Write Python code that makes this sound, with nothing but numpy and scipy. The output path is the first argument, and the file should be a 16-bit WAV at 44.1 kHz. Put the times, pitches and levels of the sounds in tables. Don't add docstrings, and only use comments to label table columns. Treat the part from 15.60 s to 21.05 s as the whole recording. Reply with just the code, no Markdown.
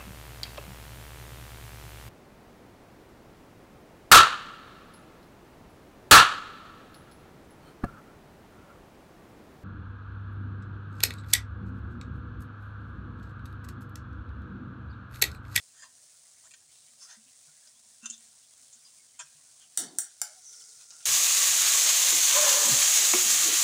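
import sys
import numpy as np
from scipy import signal
from scipy.fft import rfft, irfft, next_fast_len
from scipy.io import wavfile
from scipy.ndimage import map_coordinates

SR = 44100
rng = np.random.default_rng(int(sys.argv[2]) if len(sys.argv) > 2 else 0)


def waveform_to_disk(signal):
    frames = np.transpose(np.atleast_2d(signal))
    scaled = np.clip(frames, -1, 1) * 32767
    samples = np.round(scaled).astype(np.int16)
    wavfile.write(sys.argv[1], SR, samples)


N = 240551
T = np.arange(N) / SR
DRAG_START_S = 4.172
NOTE_HZ = 229


def amp(db):
    return 10 ** (np.asarray(db) / 20)


def unit(x):
    return x / np.sqrt(np.mean(x ** 2) + 1e-20)


def along(points, hz):
    f, v = np.transpose(points)
    return np.interp(np.log(hz + 1), np.log(f + 1), v)


def curves(rows):
    s, *cols = np.transpose(rows)
    return [np.interp(T, s, c) for c in cols]


def wobble(rate):
    knots = rng.standard_normal(int(N * rate / SR) + 4)
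    return map_coordinates(knots, [T * rate])


def envelope(start, attack, end, release):
    rise = np.clip((T - start) / attack, 0, 1)
    return rise * amp(-60 * np.maximum(T - end, 0) / release)


def filtered(x, response):
    m = next_fast_len(N + SR // 2)
    return irfft(rfft(x, m) * response(np.fft.rfftfreq(m, 1 / SR)), m)[:N]


def coloured(x, spectrum):
    return unit(filtered(x, lambda hz: amp(along(spectrum, hz))))


def band(hz, width_hz):
    carrier = np.exp(2j * np.pi * np.cumsum(hz) / SR)
    modulation = wobble(width_hz) + 1j * wobble(width_hz)
    return unit(np.real(modulation * carrier))


def add(track, s, x):
    part = track[max(round(s * SR), 0):][:len(x)]
    part += x[:len(part)]


def ring(modes, scatter_db, tone_db=(0, 0, 0)):
    register_hz = [1600, 3200, 6500]
    t = np.arange(SR // 6) / SR
    hz, width, db = np.transpose(modes)[:, :, None]
    tone = np.interp(np.log(hz), np.log(register_hz), tone_db)
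    gain = amp(db + tone + scatter_db * rng.standard_normal(hz.shape))
    sign = (-1) ** np.arange(len(hz))[:, None]
    decay = 2 * np.pi * width / SR * np.exp(-np.pi * width * t)
    return np.sum(sign * gain * decay * np.sin(2 * np.pi * hz * t), axis=0)


def kitchen(x, room_db, near_db):
    # frequency in Hz, time to fall 60 dB in seconds.
    reverb_s = [(200, 0.23), (1500, 0.37), (4000, 0.33), (8000, 0.2), (15000, 0.16)]
    hz, t, z = signal.stft(rng.standard_normal(SR // 2), SR, nperseg=256)
    decay = amp(-60 * t / along(reverb_s, hz)[:, None])
    tail = signal.istft(z * decay, SR, nperseg=256)[1]
    t = np.arange(len(tail)) / SR
    tail = tail * (1 - np.exp(-t / 0.0097))
    near = rng.standard_normal(len(t)) * amp(-60 * t / 0.06) * (t > .001)
    echo = amp(room_db) * tail / np.linalg.norm(tail) + amp(near_db) * near / np.linalg.norm(near)
    echo[0] = 1
    return signal.fftconvolve(x, echo)


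def rumble():
    # frequency in Hz, relative level in dB.
    hum_spectrum = [(15, -68), (25, -57), (59, 1), (102, 3.5), (162, 5), (189, -21), (220, 0.5), (406, -6),
                    (454, -7), (700, -19.5), (910, -22), (1540, -120)]
    return amp(-81.5 + 1.6 * wobble(6.05)) * coloured(rng.standard_normal(N), hum_spectrum)


def frying(rate, spread_db):
    sizes = amp(spread_db * np.minimum(rng.exponential(size=N), 5))
    bursts = (rng.random(N) < rate / SR) * rng.standard_normal(N) * sizes
    return unit(bursts) + rng.standard_normal(N)


def bubbles(rate=450, spread_db=3):
    out, t = np.zeros(N), np.arange(SR // 25) / SR
    for pitch, life, size in rng.standard_normal(size=(int(rate * N / SR), 3)):
        hz = np.clip(6200 * np.exp(.25 * pitch), 2500, 10000)
        decay = np.exp(-t / (.003 * np.exp(.4 * life)))
        ping = amp(spread_db * size) * decay * np.sin(2 * np.pi * hz * t)
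        add(out, rng.uniform(0, N / SR), ping)
    return unit(out)


def bright_sweep():
    start_s, attack_s, release_s = 4.81, .07, 0.69
    hz = 6300 * 2 ** (-0.9 * np.maximum(T - start_s, 0))
    swell = envelope(start_s, attack_s, start_s + attack_s, release_s)
    return amp(-49) * swell * band(hz, width_hz=910)


def pan():
    # frequency in Hz, relative level in dB.
    far_spectrum = [(240, -76), (400, -42), (453, -12.5), (545, -11), (719, -6), (789, -12.5),
                    (1230, -11.5), (1600, -11.5), (2250, -10), (2710, -10), (6540, 2.5), (9180, 4),
                    (13500, -29), (15000, -7.5), (16000, -17)]
    spray_spectrum = [(4000, -51), (10000, -22), (13500, 3), (14600, -11), (15500, 0), (16000, 11.5)]
    near_spectrum = [(240, -49), (400, -27), (467, -10.5), (545, -46), (719, -19.5), (1160, -29),
                     (1420, -7), (1630, -24), (2120, -15.5), (2250, -19), (2430, -31), (5960, -1.5),
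                     (9320, -5.5), (11800, -27.5), (16000, -21)]
    # time in seconds, level in dB.
    approach = [(4.75, -57), (4.84, -58), (4.9, -53), (5.0, -51), (5.28, -55.5), (5.45, -54)]
    # frequency in Hz, width in Hz, relative level in dB.
    pan_modes = [(720, 350, -22), (1415, 70, -2.5), (2870, 420, -10), (3820, 250, -9), (5200, 570, -5.5),
                 (6570, 640, 0), (7550, 1600, -13)]
    # start in seconds, then strength of the low, middle and high register in dB.
    spits = [(5.3062, -14, -14, -8.5), (5.323, -9.5, -28, -33), (5.336, -22, -41, -18),
             (5.406, -15, -15, -28)]
    far = amp(-58 + 1.0 * wobble(14)) * coloured(frying(rate=2500, spread_db=1), far_spectrum)
    spray = amp(-74) * coloured(frying(rate=2500, spread_db=2), spray_spectrum)
    close_db, = curves(approach)
    fade_in = np.clip((T - 4.4) / 0.38, 0, 1)
    sizzle = coloured(frying(rate=2300, spread_db=3.5), near_spectrum) + amp(-8) * bubbles()
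    out = far + spray + amp(close_db) * fade_in * sizzle + bright_sweep()
    for s, *tone_db in spits:
        add(out, s, kitchen(ring(pan_modes, 2.0, tone_db), room_db=-2, near_db=0.5))
    return out


def drag():
    # frequency in Hz, relative level in dB.
    foot_spectrum = [(53, -58), (90, -32), (150, -6), (187, -8), (226, -2.5), (333, -7), (424, -2.5),
                     (528, -14), (575, -11.5), (747, -8.5), (1100, -17), (1430, -39), (2420, -120)]
    weight = amp(-45.5 - 65 * np.maximum(T - DRAG_START_S, 0))
    sliding = weight * envelope(DRAG_START_S, attack=0.038, end=4.368, release=0.42)
    rasp = coloured(rng.standard_normal(N) * amp(1.7 * wobble(90)), foot_spectrum)
    groan_hz = 331.3 - 95.6 * np.exp(-((T - 4.268) / .028) ** 2)
    return sliding * (amp(-4) * rasp + amp(-6) * band(groan_hz, width_hz=120))


def tilt_hum():
    # time in seconds, frequency in Hz.
    tilt = [(4.18, 706), (4.33, 732.6), (4.42, 651), (4.46, 713), (4.61, 706), (4.68, 608), (4.73, 619),
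            (4.76, 753), (4.84, 710)]
    # start in seconds, end of the hold in seconds, level in dB.
    free_rings = [(4.187, 4.445, -71.5), (4.616, 4.79, -67.5)]
    hz, = curves(tilt)
    note = unit(np.sin(2 * np.pi * np.cumsum(hz) / SR + .7 * wobble(80)))
    ringing = sum(amp(db) * envelope(start, .015, end, 0.11) for start, end, db in free_rings)
    return amp(2.9 * wobble(40)) * ringing * note


def churn(level_db=-89, swing_db=4):
    stirring = T < DRAG_START_S
    murmur = band(np.full(N, NOTE_HZ), width_hz=90)
    return amp(level_db + swing_db * wobble(7.91)) * stirring * murmur


def notes(swell_s=0.0086, ring_db=8):
    # start in seconds, frequency in Hz, level in dB before the common gain ring_db.
    glugs = [(1.569, 221, -61.5), (1.66, 255, -70.5), (2.58, 229, -72), (1.871, 150, -69),
             (2.428, 229, -52.5), (2.456, 3590, -44.5), (2.459, 2770, -52), (2.501, 229, -57),
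             (3.149, 230, -73), (3.395, 2180, -63), (3.631, 145, -71), (3.748, 151, -71)]
    out, t = np.zeros(N), np.arange(SR // 3) / SR
    for s, hz, db in glugs:
        t60 = 0.18 * (NOTE_HZ / hz) ** 0.33
        level = amp(db + ring_db - 60 * t / t60) * (1 - np.exp(-t / swell_s))
        add(out, s, level * np.sin(2 * np.pi * hz * t))
    return out


def faint_tones(rate=40, level_1khz_db=-75.5, spread_db=1.9):
    out, t = np.zeros(N), np.arange(SR // 8) / SR
    for pitch, life, size, slide in rng.standard_normal(size=(int(rate * DRAG_START_S), 4)):
        hz = np.clip(2500 * np.exp(.55 * pitch), 600, 5500)
        u = t / (0.013 * np.exp(0.17 * life))
        blur = np.cumsum(rng.normal(0, .1 * np.sqrt(hz / 1000), len(t)))
        phase = 2 * np.pi * np.cumsum(hz * (1 + slide * t)) / SR + blur
        level = amp(level_1khz_db + spread_db * size) * np.sqrt(hz / 1000)
        add(out, rng.uniform(0, DRAG_START_S), level * u * np.exp(1 - u) * np.sin(phase))
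    return out


def shoves(lumpy_db=3, lumps_per_s=130):
    # start in seconds, length in seconds, level in dB.
    sweeps = [(0.131, 0.12, -70), (0.833, .06, -69), (1.411, 0.18, -66)]
    start_hz, end_hz = 1077, 2150
    out = np.zeros(N)
    for start, length, db in sweeps:
        progress = np.clip((T - start) / length, 0, 1)
        hz = start_hz * (end_hz / start_hz) ** progress
        slush = unit(amp(lumpy_db * wobble(lumps_per_s)) * band(hz, width_hz=350))
        out += amp(db) * np.sqrt(np.abs(np.sin(np.pi * progress))) * slush
    return out


def clinks(sustain_db=7.5, sustain_width_hz=8, tick_db=-2):
    # frequency in Hz, width in Hz,
    # relative level in dB for a blow on the wall, and the same for a blow on the rim.
    steel = [(713, 123, -28, -17), (842, 99, -34.5, -11.5), (1371, 146, -23.5, -13.5),
             (1605, 265, -19.5, -14.5), (1836, 390, -21, -25.5), (2177, 79, -28.5, -17),
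             (3010, 210, -21.5, -24), (3583, 77, -13, -25), (3777, 98, -12.5, -26.5),
             (4550, 116, -10.5, -15), (4900, 77, -33, -10), (5290, 160, -11.5, -7), (5690, 140, -2.5, -11),
             (5920, 155, -3, -4.5), (6600, 280, -5, -24), (6870, 146, -2, -12), (7190, 166, -2.5, -2),
             (7650, 240, 2, -6.5), (8050, 424, 2, -11.5), (8720, 255, 5.5, -10.5), (9280, 360, -1.5, -11),
             (9710, 180, -5, -6), (10350, 550, -8, -12), (11550, 400, -12, -16.5),
             (12500, 1400, -28, -19.5), (15200, 670, -8, -20)]
    # frequency in Hz, width in Hz, relative level in dB.
    spoon_modes = [(7430, 580, -7), (9030, 670, -8)]
    # start in seconds, strength in dB, place from 0 (wall) to 1 (rim),
    # strength of the low, middle and high register in dB, level of the room's tail in dB.
    blows = [(4.1742, 11, 0.2, 4.5, 4.5, -2, 2.2), (4.3856, 12.5, 0.05, 2.5, -10.5, -4, -1.8),
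             (4.6160, 10.5, 0.92, 1.5, 4.5, 1.5, -5.5)]
    out = np.zeros(N)
    hz, width, wall_db, rim_db = np.transpose(steel)
    free_width = sustain_width_hz * (1 + hz / 15000)
    for s, db, rim, *tone_db, room_db in blows:
        mode_db = wall_db + rim * (rim_db - wall_db)
        blow = ring(np.transpose([hz, width, mode_db]), 1.5, tone_db)
        song = ring(np.transpose([hz, free_width, mode_db]), 0.0, tone_db)
        add(out, s, amp(db) * kitchen(blow, room_db, near_db=-4))
        add(out, s, amp(db + sustain_db) * song)
        add(out, s, amp(db + tick_db) * ring(spoon_modes, 1.0))
    return out


def scrape(rise, fall, rate, chatter, jitter=.22, grit=0.33, others_db=-8, lock_db=-62):
    # frequency in Hz, width in Hz, relative level in dB.
    bowl_modes = [(633, 22, 6.5), (997, 140, 0), (1360, 162, -1), (1555, 66, 4), (1860, 71, 5),
                  (2470, 125, -5.5), (2740, 26, 3), (3154, 300, -4), (3590, 77, 3), (4130, 150, -1),
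                  (4900, 65, 6), (5310, 58, -2.5), (5660, 27, -4.5), (6220, 200, -2.5), (7005, 410, -1),
                  (7480, 380, -10), (7450, 125, 2.5), (8320, 220, -14), (8560, 300, -2), (10400, 720, 2)]
    split_hz = [2200, 5200]
    # lower edge in Hz, upper edge in Hz.
    reach_hz = [(500, 2150), (2300, 5200), (5200, 8800)]
    focus = [.25, .05, .17]
    t = np.arange(-SR // 8, SR // 8) / SR
    hz, width, db = np.transpose(bowl_modes)
    register = np.digitize(hz, split_hz)
    sticks = np.exp(jitter * rng.standard_normal(len(t)))
    stick_index = ((t - t[0]) * rate).astype(int)
    cycle = np.floor(np.cumsum(sticks[stick_index]) * rate / SR)
    slips = unit(np.diff(cycle, prepend=0) * amp(rng.normal(0, 2.8, len(t))))
    pressure = np.exp(-(t / np.where(t < 0, rise, fall)) ** 2)
    force = pressure * (slips + grit * rng.standard_normal(len(t)))
    stroke = 0
    for k, (chatter_hz, level_db) in enumerate(np.reshape(chatter, (-1, 2))):
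        rest_db = others_db - np.clip(level_db - lock_db, 0, 10)
        favour_db = rest_db * (1 - np.exp(-(np.log(hz / chatter_hz) / focus[k]) ** 2))
        modes = np.transpose([hz, width, db + favour_db])[register == k]
        rub = signal.fftconvolve(force, ring(modes, 2.0))
        rub = signal.sosfilt(signal.butter(3, reach_hz[k], "band", fs=SR, output="sos"), rub)
        stroke = stroke + amp(level_db) * rub * np.linalg.norm(pressure) / np.linalg.norm(rub)
    return kitchen(stroke, room_db=-15, near_db=-6)


def scrapes():
    # time of the hardest push in seconds (to about 1 ms),
    # half length in seconds, then chatter in Hz and its level in dB for the low, middle and high register.
    rubs = [(0.2, 0.055, 1860, -64.5, 4940, -64, 6750, -59.5),
            (0.858, 0.019, 1050, -67, 2960, -68, 7000, -57.5),
            (1.43, 0.028, 1400, -68.5, 4880, -55, 5300, -50.5),
            (1.518, 0.033, 1650, -60, 4500, -58.5, 5700, -52.5),
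            (2.452, 0.024, 1390, -56, 2740, -50.5, 6200, -52.5),
            (2.4617, 0.0037, 1370, -54, 2740, -43.5, 6220, -31.5),
            (2.537, 0.017, 1820, -71, 3620, -53, 6000, -51),
            (3.611, 0.016, 1580, -51.5, 3160, -53, 5660, -47.5),
            (4.028, 0.026, 1470, -73, 3140, -60, 5600, -63), (4.51, 0.018, 1520, -85, 4600, -68, 8590, -60),
            (5.212, .02, 1310, -70.5, 4800, -59.5, 6600, -61),
            (5.445, 0.014, 600, -76, 3610, -58, 5460, -58)]
    # time of the hardest push in seconds
    # (to about 1 ms), fall in seconds, then chatter in Hz and its level in dB for the three registers.
    catches = [(0.2225, 0.019, 1910, -53.5, 4900, -54, 6600, -51.5),
               (0.232, .034, 900, -59, 4700, -59.5, 6750, -62),
               (0.909, .01, 2200, -72, 2540, -55.5, 8350, -53.5),
               (0.9374, 0.011, 1860, -58, 2530, -53.5, 6440, -52),
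               (2.072, .008, 700, -68, 5200, -56.5, 5460, -55),
               (2.5, 0.014, 1470, -68, 3130, -52.5, 7200, -35),
               (2.58, .003, 1790, -79, 5190, -64, 7100, -49),
               (3.128, 0.019, 1210, -77, 4150, -65, 6460, -50.5),
               (3.249, 0.042, 2090, -81, 4860, -59.5, 5200, -66),
               (3.5925, 0.018, 1150, -52, 2470, -48, 7640, -39)]
    out = np.zeros(N)
    lead_s = .126
    for s, length, *chatter in rubs:
        add(out, s - lead_s, scrape(length, length, 760, chatter))
    for s, fall, *chatter in catches:
        add(out, s - lead_s, scrape(0.00068, fall, 520, chatter))
    return out


def scene():
    background = rumble() + pan()
    bowl = drag() + tilt_hum() + churn() + notes()
    soft = faint_tones() + shoves()
    spoon = clinks() + scrapes()
    return (background + bowl + soft + spoon)[None]


def record(dry):
    def response(hz):
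        top = 1 / np.sqrt(1 + (hz / 16000) ** 200)
        return top * 1j * hz / (55 + 1j * hz)
    return filtered(dry[0], response)[None]


dry = scene()
out = record(dry)
waveform_to_disk(out)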